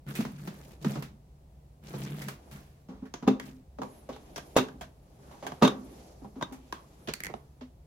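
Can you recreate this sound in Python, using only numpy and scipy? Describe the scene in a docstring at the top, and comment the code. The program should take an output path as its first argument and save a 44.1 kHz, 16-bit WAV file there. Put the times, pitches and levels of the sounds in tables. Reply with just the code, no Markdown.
"""A faint hum and still air in a small room, then bumps and rubs as a hand shifts its grip on a camera.
Three flap latches of a large plastic box on a tiled floor are prised open with a knock and a rattle; the lid
is lifted off and set down on the right, while a sleeve swishes with the arm.
Contacts are noise bursts in four registers, coloured by resonances and echoed by the room; rubs and cloth
are noise in uneven swells; humming, singing and flexing parts are sines."""
import sys
import numpy as np
from scipy import signal
from scipy.fft import rfft, irfft, next_fast_len
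from scipy.io import wavfile
from scipy.ndimage import map_coordinates

SR = 44100
rng = np.random.default_rng(int(sys.argv[2]) if len(sys.argv) > 2 else 0)


def unload_wav(signal):
    """Save mono or channel-first audio to the path in sys.argv[1] as 16-bit WAV at rate SR, clipped to [-1, 1]."""
    wavfile.write(
        sys.argv[1],
        SR,
        np.round(np.clip(np.atleast_2d(signal).T, -1, 1) * 32767).astype(np.int16),
    )


N = 346626
TIME = np.arange(N) / SR
TOP_HZ = 16000
SIDES = np.array([[.5], [-.5]])  # half of a lag or level difference goes to each microphone

# Box resonances. Each row: centre in Hz, width in Hz, gain in dB.
BOX_MODES = [(138, 12, 2), (209, 11, 12), (258, 16, 16), (387, 14, 7), (431, 13, 11), (518, 30, 5),
             (583, 24, 2), (795, 50, 3), (961, 30, 4), (1114, 26, 5), (1215, 22, -1), (2700, 120, 5),
             (3560, 110, 5), (3770, 90, 4)]
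# Broad colour of the plastic between resonances. Each row: frequency in Hz, gain in dB.
PLASTIC_COLOUR = [(400, 7.5), (1000, 5), (1800, -3), (3000, -6), (5000, -10), (6500, -10.5), (7800, -19.5),
                  (12000, -21), (16000, -26)]


def amp(db):
    """Decibels to gain."""
    return 10 ** (np.asarray(db) / 20)


def unit(x):
    """Scaled to rms 1."""
    return x / np.sqrt(np.mean(x ** 2) + 1e-20)


def colour(points, hz):
    """Gain of (Hz, dB) points on a log-frequency axis."""
    f, db = np.transpose(points)
    return amp(np.interp(np.log(hz + 1), np.log(f), db))


def curves(rows, t):
    """Each column after the first, read at times t."""
    s, *cols = np.transpose(rows)
    return [np.interp(t, s, c) for c in cols]


def sweep(s, half_length_s):
    """Speed of a movement that swells to 1 at time s and dies away."""
    return np.exp(-np.minimum(((TIME - s) / half_length_s) ** 2, 20))


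def during(start_s, length_s):
    """Attack, hold and release of a rub."""
    attack_s, release_s = 0.053, 0.039
    t = np.maximum(TIME - start_s, 0)
    attack = 1 - np.exp(-t / attack_s)
    release = np.exp(-np.clip((t - length_s) / release_s, 0, 20))
    return attack * release


def wobble(rate):
    """A smooth random curve, rate knots a second."""
    knots = rng.standard_normal(int(N * rate / SR) + 4)
    return map_coordinates(knots, [TIME * rate])


def wavering(hz, rate):
    """A tone whose phase wanders, rate knots a second."""
    return np.sin(2 * np.pi * hz * TIME + 1.46 * wobble(rate))


def flex(s, hz, peak_db, swell_cycles):
    """A panel swings at its own pitch, peaking after swell_cycles and dying away."""
    cycles = np.maximum(TIME - s, 0) * hz
    swell = np.minimum(cycles / swell_cycles, 20)
    return amp(peak_db) * swell * np.exp(1 - swell) * np.sin(2 * np.pi * cycles)


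def patchy(x, swells):
    """Each octave of x swells on its own; swells are (knots a second, depth dB)."""
    out = 0
    for top_hz in TOP_HZ / 2 ** np.arange(7):
        octave = signal.butter(2, (top_hz / 2, top_hz), "band", fs=SR, output="sos")
        swell_db = sum(db * wobble(rate) for rate, db in swells)
        out = out + signal.sosfiltfilt(octave, x) * amp(swell_db)
    return unit(out)


def resonances(modes, hz):
    """Complex response of damped modes (Hz, width Hz, dB)."""
    return sum(amp(db) * 1j * hz * w / (c * c - hz * hz + 1j * hz * w) for c, w, db in modes)


def causal(gain):
    """Minimum-phase response with this gain: it rings only after the blow."""
    cepstrum = irfft(np.log(np.maximum(gain, 1e-6)))
    half = len(cepstrum) // 2
    cepstrum[1:half] *= 2
    cepstrum[half + 1:] = 0
    return np.exp(rfft(cepstrum))


def diffuse(size, shape=np.ones_like):
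    """Noise from all sides at two spaced microphones: alike in the bass, unrelated in the treble."""
    spacing_m, sound_speed_m_s = 0.19, 343
    m = next_fast_len(size, True)
    hz = np.fft.rfftfreq(m, 1 / SR)
    turn = np.arccos(np.sinc(2 * hz * spacing_m / sound_speed_m_s)) / 2
    spectra = rfft(rng.standard_normal((2, m))) * shape(hz)
    mid, side = irfft(spectra * [np.cos(turn), np.sin(turn)], m)[:, :size]
    return unit(np.array([mid + side, mid - side]))


def strikes(rows, voice, modes, broad, crack, scatter_db, wet_db, rise_s, spot_db):
    """Each contact is a crack and a dense dying shiver, rung through struck spot, object modes and room.

    Rows: start s, level dB, hardness dB per register from the knock up, ring s, spot Hz.
    Voice: relative dB of thump, knock, clack, snap.
    """
    # The registers thump, knock, clack, snap. Each row: low edge in Hz, high edge in Hz.
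    registers = [(125, 350), (350, 1400), (1400, 7000), (7000, 16000)]
    # Decay, thump to snap. Each row: share of ring time, added ring in seconds, room t60 in seconds, room in dB.
    damping = [(0.32, 0.089, 0.71, -5.5), (0.58, 0.02, 0.35, -2), (1, 0.001, 0.24, 2),
               (0.92, 0.001, 0.21, 0.5)]
    # Where contacts lie. Each row: time in seconds, left lag in ms, left minus right in dB.
    place = [(2.5, 0.18, -1), (3.28, 0.066, -0.5), (6.42, 0.03, -1.1), (6.73, 0.21, -0.5),
             (7.1, 0.38, -2.5)]
    spot_width = 0.17  # share of the spot's pitch
    size, lead = 2 ** 14, 2 ** 5  # samples
    t, hz = np.arange(size) / SR, np.fft.rfftfreq(size, 1 / SR)

    body = causal(colour(broad, hz) * np.abs(1 + resonances(modes, hz)))
    bands = []
    for edges_hz in registers:
        band_filter = signal.butter(3, edges_hz, "band", fs=SR, output="sos")
        bands.append(body * signal.sosfreqz(band_filter, hz, fs=SR)[1])
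    echoes = [amp(-60 * t / room_t60) * (1 - np.exp(-t / 0.0033)) for _, _, room_t60, _ in damping]
    attack = 1 - np.exp(-(t + 1 / SR) / rise_s)
    centre = np.exp(-2j * np.pi * hz * lead / SR)
    # Refer register levels to 20 ms of rms; fade the last tenth of the buffer.
    spread = np.sqrt(.02 * SR / size) * np.minimum(1, 10 * (1 - t / t[-1]))

    out = np.zeros((2, N + size))
    for s, level_db, hardness_db, ring_s, spot_hz in rows:
        spot = 1 + resonances([(spot_hz, spot_width * spot_hz, spot_db)], hz)
        levels_db = level_db + np.array(voice) + hardness_db * (np.arange(len(registers)) - 1)
        lag_ms, pan_db = curves(place, s)
        ports = centre * np.exp(-2j * np.pi * hz * lag_ms / 1000 * SIDES)
        shiver, walls, room = rng.standard_normal(size), diffuse(size), diffuse(size)
        contact = np.zeros((2, size))
        for db, band, echo, (share, added_s, _, room_db) in zip(levels_db, bands, echoes, damping):
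            fade = amp(-60 * t / (ring_s * share + added_s)) * attack
            direct = unit(shiver * fade) + crack * unit(t == 0)
            near = amp(scatter_db) * unit(walls * fade)  # object's walls radiate in all directions
            tail = amp(room_db + wet_db) * unit(room * echo)
            spectrum = rfft(direct) * ports + rfft(near + tail) * centre
            contact += amp(db) * unit(irfft(spectrum * band))
        start = round(s * SR) - lead
        out[:, start:start + size] += spread * amp(pan_db * SIDES) * irfft(rfft(contact) * spot)
    return out[:, :N]


def room_tone():
    """Still air as diffuse noise, a faint appliance hum as tones of wandering phase."""
    # Hum partials. Each row: frequency in Hz, rms level in dB.
    hum_partials = [(59.5, -68), (140, -64)]
    # Spectrum of the air. Each row: frequency in Hz, relative gain in dB.
    air_colour = [(20, -27.5), (64, -2.5), (92, -13.5), (179, -15), (242, -24), (720, -28.5), (1540, -44),
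                  (16000, -52)]
    air_db = -56
    hum = sum(amp(db) * unit(wavering(hz, 1.89)) for hz, db in hum_partials)
    return hum + amp(air_db) * diffuse(N, lambda hz: colour(air_colour, hz))


def grip():
    """Fingers bump the camera case; skin drags over it in tiny slips, droning at the case's modes."""
    # Bumps. Each row: start in seconds, level in dB, hardness in dB per register, ring in seconds, spot in Hz.
    bump_rows = [(.153, -43.5, 4, 0.42, 2500), (.187, -37.5, -13.5, 0.11, 232),
                 (.206, -38, -3.5, 0.067, 179), (.251, -39, -7.5, 0.028, 1060), (.475, -40, -6, 0.064, 190),
                 (.846, -34, -7.5, 0.032, 490), (.86, -42, -18.5, 0.095, 205),
                 (.956, -37.5, -9.5, 0.34, 560), (1.024, -43.5, -1, 0.023, 149),
                 (1.938, -39.5, -9.5, 0.29, 460), (2.218, -48.5, 3, 0.063, 2020),
                 (2.284, -41.5, 1, 0.044, 1150), (2.514, -53, 2, 1, 1030)]
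    # Relative level in dB of thump, knock, clack, snap.
    voice = (-3, -1, -1, -6.5)
    # Case resonances. Each row: centre in Hz, width in Hz, gain in dB.
    case_modes = [(141.4, 13.7, 13.1), (168.7, 39, 9.4), (205, 18, 9.5), (250, 8.9, 2)]
    # Broad colour of skin on the case. Each row: frequency in Hz, gain in dB.
    skin_colour = [(250, 4.5), (500, -4.5), (1600, -9), (2500, -12), (3100, -14), (8000, -20.5),
                   (16000, -20.5)]
    # Rubs. Each row: start in seconds, length in seconds, drone in dB, scrape in dB.
    rubs = [(0.06, 0.032, -34, -37.5), (0.105, 0.37, -46, -57), (0.373, 0.35, -58, -56.5),
            (0.806, 0.14, -39, -41), (1.82, 0.23, -46, -46.5), (1.992, 0.29, -37.5, -47.5),
            (2.495, 0.067, -40.5, -49), (3.407, 0.073, -47, -47)]
    out = strikes(bump_rows, voice, case_modes, skin_colour,
                  crack=1.0, scatter_db=8.0, wet_db=6.5, rise_s=0.00054, spot_db=0.0)
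    # Case gain counts twice in the drone.
    drone = unit(sum(amp(2 * db + 3 * wobble(22)) * wavering(hz, width) for hz, width, db in case_modes))
    slips = diffuse(N, lambda hz: colour(skin_colour, hz)) * amp(3 * wobble(800))
    scrape = patchy(slips, [(28, 2.3), (150, 2.8)])
    for s, length_s, drone_db, scrape_db in rubs:
        out += during(s, length_s) * (amp(drone_db) * drone + amp(scrape_db) * scrape)
    return out


def sleeve():
    """Cloth noise swells with the arm; fast-sliding weave sings at its thread rate, lesser folds alongside."""
    # Arm sweeps. Each row: fastest at seconds, half length in seconds, level in dB.
    arm_sweeps = [(0.65, 0.23, -59.5), (2.476, 0.25, -58.5), (3.93, 0.11, -59), (4.415, 0.38, -55),
                  (5.373, 0.28, -56), (5.96, 0.25, -53.5), (6.91, 0.58, -60)]
    # Spectrum of the rustle. Each row: frequency in Hz, relative gain in dB.
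    cloth_colour = [(300, 21.5), (750, 16.5), (1600, 3), (4300, 0), (6500, 0), (8500, -4.5), (11500, 0.5),
                    (16000, -19.5)]
    # Weave slides. Each row: fastest at seconds, half length in seconds, nominal thread rate in Hz, level in dB.
    weave_slides = [(0.425, 0.05, 11800, -68), (3.945, 0.085, 11100, -64), (7.025, 0.055, 11200, -66),
                    (7.375, 0.045, 11050, -70)]
    pitch_sag = 0.22  # share of pitch lost as speed falls to zero
    fold_ratios, fold_scatter_s, lesser_fold_db = np.linspace(.62, 1.3, 7), .04, -11

    motion = sum(amp(db) * sweep(s, half_s) for s, half_s, db in arm_sweeps)
    rustle = patchy(diffuse(N, lambda hz: colour(cloth_colour, hz)), [(7, 1.5), (60, 1.5)])
    out = motion * rustle
    folds = [(1, 0.0014, 0)]  # pitch ratio, delay s, dB
    folds += [(ratio, rng.normal(0, fold_scatter_s), lesser_fold_db) for ratio in fold_ratios]
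    for ratio, delay_s, fold_db in folds:
        weave = ratio * (1 + .013 * wobble(900) + .008 * wobble(25))
        pressure = amp(fold_db + 2.9 * wobble(42))  # folds touch and part
        for s, half_s, thread_hz, db in weave_slides:
            speed = sweep(s + delay_s, half_s)
            pitch_hz = thread_hz * weave * (1 - pitch_sag * (1 - speed))
            tone = np.sin(2 * np.pi * np.cumsum(pitch_hz) / SR)
            out += amp(db) * speed * pressure * tone * rng.uniform(0.37, 1, (2, 1))
    return out


def taps():
    """Soft touches of fingers and lid stir all but the box's highest modes."""
    # Each row: start in seconds, level in dB, hardness in dB per register, ring in seconds, spot in Hz.
    tap_rows = [(2.887, -46, -7, 0.73, 183), (3.023, -49.5, -13.5, 0.26, 173),
                (3.055, -56.5, -1, 0.12, 1700), (3.225, -43, -6.5, 0.17, 193), (3.3, -41, -6, 0.046, 253),
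                (3.786, -44, -9.5, 0.051, 594), (3.817, -39, -4.5, 0.06, 850),
                (3.833, -46, -1.5, 0.011, 467), (4.09, -41.5, -4.5, 0.2, 615),
                (4.127, -49.5, -2, 0.18, 3600), (4.162, -53, -0.5, .04, 840), (5.311, -53, -0.5, 0.46, 900),
                (5.426, -41, -3, 0.77, 684), (6.218, -53, -12.5, 0.35, 142),
                (6.245, -50.5, -10.5, 0.13, 735), (6.357, -48.5, -7, 1, 285),
                (6.512, -54.5, -8.5, 0.088, 265), (6.524, -53.5, 5, 0.22, 820)]
    # Relative level in dB of thump, knock, clack, snap.
    voice = (-3.5, -0.5, -4.5, -12.5)
    return strikes(tap_rows, voice, BOX_MODES[:-3], PLASTIC_COLOUR,
                   crack=0.35, scatter_db=2, wet_db=-1, rise_s=0.00017, spot_db=9.5)


def flaps():
    """Loose flaps click on the rim, stirring damped modes; after a hard slap their stiff modes sing on."""
    # Clicks. Each row: start in seconds, level in dB, hardness in dB per register, ring in seconds, spot in Hz.
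    click_rows = [(3.139, -43, -3.5, 0.025, 6300), (3.398, -48.5, 1.5, 0.021, 1970),
                  (4.36, -46.5, 1.5, 0.093, 5460), (4.379, -47, 1, 0.044, 624),
                  (4.684, -55.5, -2, 0.036, 1590), (4.81, -47.5, 1, 0.15, 653),
                  (5.466, -42.5, 1, 0.075, 740), (5.519, -46, -6.5, 0.04, 780),
                  (6.411, -43.5, -6.5, 0.086, 940), (6.725, -43, 0, 0.022, 1080)]
    # Slaps of a flap swinging home. Each row: as for clicks, then singing in dB.
    slap_rows = [(4.582, -32.5, -5, 0.043, 1430, -28), (5.648, -30, -4.5, 0.098, 2730, -25),
                 (5.676, -35, 0, 0.025, 1150, -31.5), (6.424, -37.5, -3.5, 0.03, 940, -34.5)]
    # Relative level in dB of thump, knock, clack, snap.
    voice = (-3, 2, 1.5, -8.5)
    # Flap resonances. Each row: centre in Hz, width in Hz, gain in dB.
    flap_modes = [(700, 60, 0), (990, 130, 1), (1170, 70, 2), (1570, 130, 2), (3220, 200, 1)]
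    # Singing stiff modes. Each row: frequency in Hz, relative level in dB, t60 in seconds.
    stiff_modes = [(1170, -2, .11), (3590, -3, .12), (3760, -1.5, .11), (6090, -7, .06)]
    sing_attack_s, waver_rate = .0015, 120  # waver in knots a second

    out = strikes(click_rows, voice, flap_modes, PLASTIC_COLOUR,
                  crack=0.28, scatter_db=13.5, wet_db=6.5, rise_s=0.000095, spot_db=6.5)
    out += strikes([row[:-1] for row in slap_rows], voice, flap_modes, PLASTIC_COLOUR,
                   crack=0.25, scatter_db=-2.5, wet_db=-8.5, rise_s=0.0017, spot_db=1.5)
    ages = [(np.clip(TIME - s, 0, 1), sing_db) for s, *_, sing_db in slap_rows]
    for hz, db, t60 in stiff_modes:
        ring = sum(amp(db + sing_db - 60 * t / t60) * (1 - np.exp(-t / sing_attack_s)) for t, sing_db in ages)
        out += ring * np.array([wavering(hz, waver_rate), wavering(hz, waver_rate)])
    return out


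def latches():
    """Each latch slips, lets go and the lid rebounds, ringing the box; the freed lid pushes the air once."""
    # Each row: release in seconds, level in dB, hardness in dB per register, ring in seconds, spot in Hz,
    # push peak in dB, cycles until the push peaks.
    latch_rows = [(3.276, -23.5, -3, 0.042, 250, -12, 1.15), (4.565, -20, 3.5, 0.1, 470, -5, 0.4),
                  (5.623, -17, -0.5, 0.14, 224, -14.5, .7)]
    # Slip, release, rebound. Each row: delay in seconds, then thump, knock, clack and snap in dB.
    stages = [(-.008, -19, -16.5, -32, -51), (0, -1, 0.5, -10, -21.5), (.0065, -1.5, -7.5, -13, -27.5)]
    out = np.zeros((2, N))
    for delay_s, *voice in stages:
        blows = [(s + delay_s, *blow) for s, *blow, _, _ in latch_rows]
        out += strikes(blows, voice, BOX_MODES, PLASTIC_COLOUR,
                       crack=0.57, scatter_db=3.5, wet_db=-2.0, rise_s=0.0016, spot_db=-20.5)
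    for s, *_, spot_hz, push_db, cycles in latch_rows:
        out += flex(s, spot_hz, push_db, cycles)
    return out


def lid():
    """The lid lands with its panel ringing, its stiff flaps chatter, and it flexes as it is let go."""
    # Landing. Each row: start in seconds, level in dB, hardness in dB per register, ring in seconds, spot in Hz.
    landing_rows = [(7.074, -48.5, 9.5, 0.05, 3300), (7.079, -42, -18.5, 0.047, 158),
                    (7.085, -36, 5, 0.13, 430), (7.286, -52, -10, 0.051, 530), (7.299, -43, -11, 0.1, 645),
                    (7.339, -37.5, -7.5, 0.012, 700), (7.61, -47, -0.5, 0.18, 605)]
    # Chatter. Each row: start in seconds, level in dB, hardness in dB per register, spot in Hz.
    chatter_rows = [(7.137, -48.5, 5, 4320), (7.204, -53.5, 2, 1890), (7.236, -56.5, 7.5, 2230),
                    (7.247, -54, 3.5, 2010), (7.256, -56, 3.5, 2100), (7.267, -50, 1, 2050)]
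    # Relative level in dB of thump, knock, clack, snap, landing then chatter.
    landing_voice = (-13.5, -2.5, -7.5, -29.5)
    chatter_voice = (2, 0, 4, -3)
    # Two panel modes, then two flap modes. Each row: centre in Hz, width in Hz, gain in dB.
    lid_modes = [(430, 15, -1), (3300, 1300, -4.5), (2070, 510, 8.5), (4400, 350, 4)]
    chatter_ring_s = 0.013

    landing = strikes(landing_rows, landing_voice, lid_modes[:2], PLASTIC_COLOUR,
                      crack=0.69, scatter_db=13.5, wet_db=5, rise_s=0.00017, spot_db=0.0)
    ticks = [(s, db, hardness_db, chatter_ring_s, spot_hz) for s, db, hardness_db, spot_hz in chatter_rows]
    chatter = strikes(ticks, chatter_voice, lid_modes[2:], PLASTIC_COLOUR,
                      crack=0.5, scatter_db=3.5, wet_db=-5.5, rise_s=0.0002, spot_db=5.0)
    return landing + chatter + flex(7.613, hz=253, peak_db=-39, swell_cycles=4)


def scene():
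    """Everything at the two microphones."""
    return room_tone() + grip() + sleeve() + taps() + flaps() + latches() + lid()


def record(dry):
    """The camera keeps nothing above its band limit."""
    m = next_fast_len(N + SR // 2, True)
    passband = np.fft.rfftfreq(m, 1 / SR) < TOP_HZ
    return irfft(rfft(dry, m) * passband, m)[:, :N]


dry = scene()
out = record(dry)
unload_wav(out)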